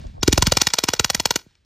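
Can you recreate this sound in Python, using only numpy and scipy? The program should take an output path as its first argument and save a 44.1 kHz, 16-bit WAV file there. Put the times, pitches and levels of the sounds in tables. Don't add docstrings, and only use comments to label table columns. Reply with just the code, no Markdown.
import sys
import numpy as np
from scipy import signal
from scipy.fft import rfft, irfft
from scipy.io import wavfile

SR = 44100
rng = np.random.default_rng(int(sys.argv[2]) if len(sys.argv) > 2 else 0)


def to_wav(sig):
    pcm = np.clip(np.atleast_2d(sig), -1, 1) * 32767
    pcm = np.round(pcm).astype(np.int16)
    wavfile.write(sys.argv[1], SR, pcm.T)


def convert_level_to_amplitude(level_db):
    exponent = np.asarray(level_db, float) / 20
    return 10 ** exponent


N = 72765
T = np.arange(N) / SR
HZ = np.arange(N // 2 + 1) * SR / N

# [t/s, level/dB]
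WIND_LEVEL = [(0.0, -30), (0.28, -36), (0.412, -26), (0.472, -27), (0.648, -40), (0.758, -54),
              (1.212, -40.5), (1.484, -66.5), (1.65, -72.5)]
# [f/Hz, level/dB per Hz]
WIND_TONE = [(15, -32.5), (25, 8), (55, -3), (119, -15.5), (186, -23), (220, -21.5), (306, -38), (900, -54),
             (1170, -83), (1980, -120)]
# [f/Hz, level/dB per Hz]
DISTANT_TONE = [(18, -51.5), (30, -11), (81, 4.5), (213, -12.5), (286, -15.5), (318, -15.5), (1200, -30.5),
                (1560, -58), (2640, -120)]
# [t/s, level/dB]
WASH_LEVEL = [(0, -53.5), (.2, -67.5), (1.35, -78), (1.5, -66.5), (1.65, -75.5)]
# [f/Hz, level/dB per Hz]
WASH_TONE = [(410, -52.5), (700, -22), (761, -10.5), (1240, -9), (1630, -4), (4470, -5), (12000, -25.5),
             (15600, -47.5), (22000, -120)]
# [f/Hz, level/dB]
SEAR_TONES = [(700, -52), (3600, -50), (5500, -39)]
# [delay t/s, level/dB, attack t/s, decay t/s, scatter t/s]
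ACTION_PARTS = [
    (-.0052, -19.5, .0008, 0.0037, 0.00034),
    (0.013, -21.5, .003, 0.0043, 0.00069),
    (0.029, -27, 0.006, 0.0082, .002),
]
# [t/s, level/dB, decay t/s]
LOOSE_CLICKS = [(.013, -49, 0.003), (.068, -46, 0.0024), (0.702, -40, .003), (1.3906, -45.5, 0.0017),
                (1.4099, -44.5, .005), (1.5073, -63, 0.0069), (1.5528, -55.5, 0.00292),
                (1.648, -60.5, 0.0027)]
# [f/Hz, level/dB, time to fall 60 dB t/s]
STEEL_RINGS = [(2300, -4, .008), (3500, -2, .01), (4400, -2, .008), (5400, 0, .01), (6800, -5, .007)]
# [t/s, jet peak level/dB, pop level/dB, pop f/Hz, thump level/dB]
SHOTS = [(0.2287, -7.5, -23, 328, -27.5), (0.2762, -5, -9, 336, -18), (0.3258, -1.5, -15, 223, -22.5),
         (0.3759, -4, -18, 439, -20.5), (0.422, -2.5, -24.5, 417, -22.5), (0.4671, -2.5, -15.5, 221, -23.5),
         (0.519, -3, -16, 549, -26), (0.5684, -2.5, -29, 326, -30.5), (0.6145, -1, -24.5, 331, -36.5),
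         (0.6685, -3, -34, 522, -33), (0.7357, -4.5, -39, 231, -43), (0.7843, -4.5, -25.5, 471, -44.5),
         (0.836, -6, -25.5, 363, -34.5), (0.8849, -5, -23.5, 371, -34.5), (0.9343, -8, -23.5, 536, -41),
         (0.9948, -4.5, -20, 428, -28.5), (1.044, -5, -36, 275, -36.5), (1.0991, -4, -25.5, 743, -39),
         (1.1458, -4.5, -29, 253, -38.5), (1.1973, -7, -30, 484, -38), (1.2548, -4, -28, 444, -34),
         (1.3061, -5.5, -26, 530, -37), (1.3571, -6, -28, 339, -36)]
# [f/Hz, level/dB per Hz]
JET_TONE = [(410, -17.5), (700, -2), (1910, -5), (2150, -3.5), (2400, -3.5), (5940, 0.5), (7890, -8),
            (9500, -16.5), (12400, -50.5), (20900, -120)]
# [f/Hz, level/dB per Hz]
FINE_HISS_TONE = [(8500, -51.5), (9600, -25), (11200, -10.5), (13300, -26), (15500, -16.5), (16000, -61.5)]
# [f/Hz, phase/radians]
MICROPHONE_LEAD = [(0, .3), (350, .3), (1100, -.4), (3200, .7), (5400, 0), (7800, .25), (8400, 0),
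                   (15700, -12.5)]

JET_DB = -7.5


def unit(x):
    return x / np.sqrt(np.mean(x ** 2))


def curve(rows, at, log=False):
    a, b = np.array(rows, float).T
    if log:
        return np.interp(np.log(at + 1), np.log(a + 1), b)
    return np.interp(at, a, b)


def tone_gain(rows):
    return convert_level_to_amplitude(curve(rows, HZ, True))


def colour(x, gain):
    return irfft(rfft(x) * gain, N)


def noise(gain):
    return unit(colour(rng.standard_normal(N), gain))


def walk(rate_hz):
    return noise(1 / (1 + (HZ / rate_hz) ** 2))


def hump(hz, width):
    return np.exp(-(np.log((HZ + 1) / hz) / width) ** 2 / 2)


def burst(start, decay, attack=0.00033, hold=0.):
    since = T - start
    rise = np.clip(since / max(attack, 1e-5), 0, 1)
    return rise * np.exp(-np.maximum(since - attack - hold, 0) / max(decay, 1e-4))


def push(start, db, hz, width, length, rough):
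    turbulence = 1 + rough * rng.standard_normal(N)
    x = colour(burst(start, length) * turbulence, hump(hz, width))
    return convert_level_to_amplitude(db) * x / np.sqrt(np.sum(x ** 2) / (0.012 * SR))


def air():
    wind_db, gust_db = 0.5, 3
    wind = noise(tone_gain(WIND_TONE)) * convert_level_to_amplitude(curve(WIND_LEVEL, T) + wind_db + gust_db * walk(30.0))
    distant = noise(tone_gain(DISTANT_TONE)) * convert_level_to_amplitude(-66.5)
    wash = noise(tone_gain(WASH_TONE)) * convert_level_to_amplitude(curve(WASH_LEVEL, T) + 0.73 * walk(25.))
    return wind + distant + wash


def bank_echo():
    return push(1.4625, -48.5, 212, 0.78, 0.0011, rough=0.22)


def field_scatter(gun):
    scatter_db, fade_60_db_s = -33.5, 0.24
    sides = []
    for _ in range(2):
        fade = convert_level_to_amplitude(scatter_db - 60 * T / fade_60_db_s)
        echoes = fade * rng.standard_normal(N) * np.sqrt(1000 / SR)
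        sides.append(signal.fftconvolve(gun, echoes)[:N])
    return np.mean(sides, axis=0)


def ground_mirror(x):
    delay_s, copy_db = .0021, -7.5
    return colour(x, 1 + convert_level_to_amplitude(copy_db) * np.exp(-2j * np.pi * HZ * delay_s))


def sear():
    shape = burst(0.2086, 0.0014, attack=0.0072, hold=.017)
    tones = sum(convert_level_to_amplitude(db + 2.5 * walk(60.)) * np.sin(2 * np.pi * hz * T) for hz, db in SEAR_TONES)
    return shape * tones


def action():
    scatter_db, ring_db, top_hz = 2.5, -9, 8000
    rattle_db, rattle_hz = 4, 150
    shape = sum(convert_level_to_amplitude(db) * burst(t, decay) for t, db, decay in LOOSE_CLICKS)
    for t, jet_db, *_ in SHOTS:
        for late, part_db, attack, decay, scatter_s in ACTION_PARTS:
            level_luck, time_luck = rng.standard_normal(2)
            level = convert_level_to_amplitude(jet_db + JET_DB + part_db + scatter_db * level_luck)
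            shape = shape + level * burst(t + late + scatter_s * time_luck, decay, attack)
    ring = 0
    for hz, db, t60 in STEEL_RINGS:
        ring = ring + convert_level_to_amplitude(db) / (1 + 1j * (HZ - hz) * 2 * np.pi * t60 / np.log(1000))
    gain = (tone_gain(JET_TONE) + convert_level_to_amplitude(ring_db) * 2 * ring) / (1 + (HZ / top_hz) ** 4)
    gain = gain / np.sqrt(np.mean(abs(gain) ** 2))
    scrape = rng.standard_normal(N) * convert_level_to_amplitude(rattle_db * walk(rattle_hz))
    return colour(scrape * shape, gain)


def pops():
    total = 0
    for t, _, db, hz, _ in SHOTS:
        late = -.0006 + .0002 * max(db + 26, 0)
        total = total + push(t + late, db - 0.5, hz, width=0.34, length=0.0018, rough=2.5)
    return total


def thumps():
    pivot_db, db_per_octave = -27, 12
    total = 0
    for t, _, _, _, db in SHOTS:
        hz = 102 * 2 ** ((pivot_db - db) / db_per_octave)
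        total = total + push(t - 0.00086, db + 6, hz, width=0.79, length=0.001, rough=5.0)
    return total


def jet(gain, release, sigh_db, sigh, late=0.):
    shape = 0
    for t, db, *_ in SHOTS:
        start = t + late
        roar = burst(start, release, attack=0.0009, hold=0.0037)
        sighing = convert_level_to_amplitude(sigh_db) * burst(start, sigh)
        crack = convert_level_to_amplitude(-8) * burst(start, 0.00035)
        shape = shape + convert_level_to_amplitude(db) * (roar + sighing + crack)
    crackling = rng.standard_normal(N) * convert_level_to_amplitude(2.5 * walk(650.0))
    return convert_level_to_amplitude(JET_DB) * unit(colour(crackling, gain)) * shape


def jets():
    body = jet(tone_gain(JET_TONE), release=0.0019, sigh_db=-28.5, sigh=0.0062)
    fine_hiss = jet(tone_gain(FINE_HISS_TONE), release=.003, sigh_db=-16.5, sigh=0.024, late=0.00047)
    return body + convert_level_to_amplitude(-17.5) * fine_hiss


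def two_microphones(near):
    apart_db, apart_hz, floor_db = -10, 750, -11.5
    gain = hump(apart_hz, 0.53) + convert_level_to_amplitude(floor_db) / (1 + (HZ / 3000) ** 4)
    apart = convert_level_to_amplitude(apart_db) * colour(near * walk(370), gain)
    lead = np.exp(.5j * curve(MICROPHONE_LEAD, HZ))
    return np.array([colour(near + apart, lead), colour(near - apart, 1 / lead)])


def scene():
    gun = ground_mirror(sear() + action() + jets()) + pops() + thumps()
    return two_microphones(air() + bank_echo() + field_scatter(gun) + gun)


def top_cut(x):
    return signal.sosfilt(signal.butter(12, 17130, fs=SR, output="sos"), x)


def record(dry):
    lead_in = 8192
    turns, floor_hz, offset = 1.3, 9.6, 0.85
    low_cut_hz, top_hz, ceiling = 50, 15900, .95
    x = np.concatenate([dry[:, lead_in:0:-1], dry], 1)
    length = x.shape[1]
    hz = np.arange(length // 2 + 1) * SR / length
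    lag = 2 * np.pi * turns * np.log((SR / 2 + floor_hz) / (hz + floor_hz)) + offset
    low_cut = 1 / np.sqrt(1 + (low_cut_hz / (hz + 1)) ** 6)
    x = irfft(rfft(x) * np.exp(1j * lag) * low_cut, length)[:, lead_in:]
    rounded = ceiling * np.tanh(x / ceiling)
    mix = colour(rounded, 1 / (1 + (HZ / top_hz) ** 120))
    return top_cut(mix)


dry = scene()
out = record(dry)
to_wav(out)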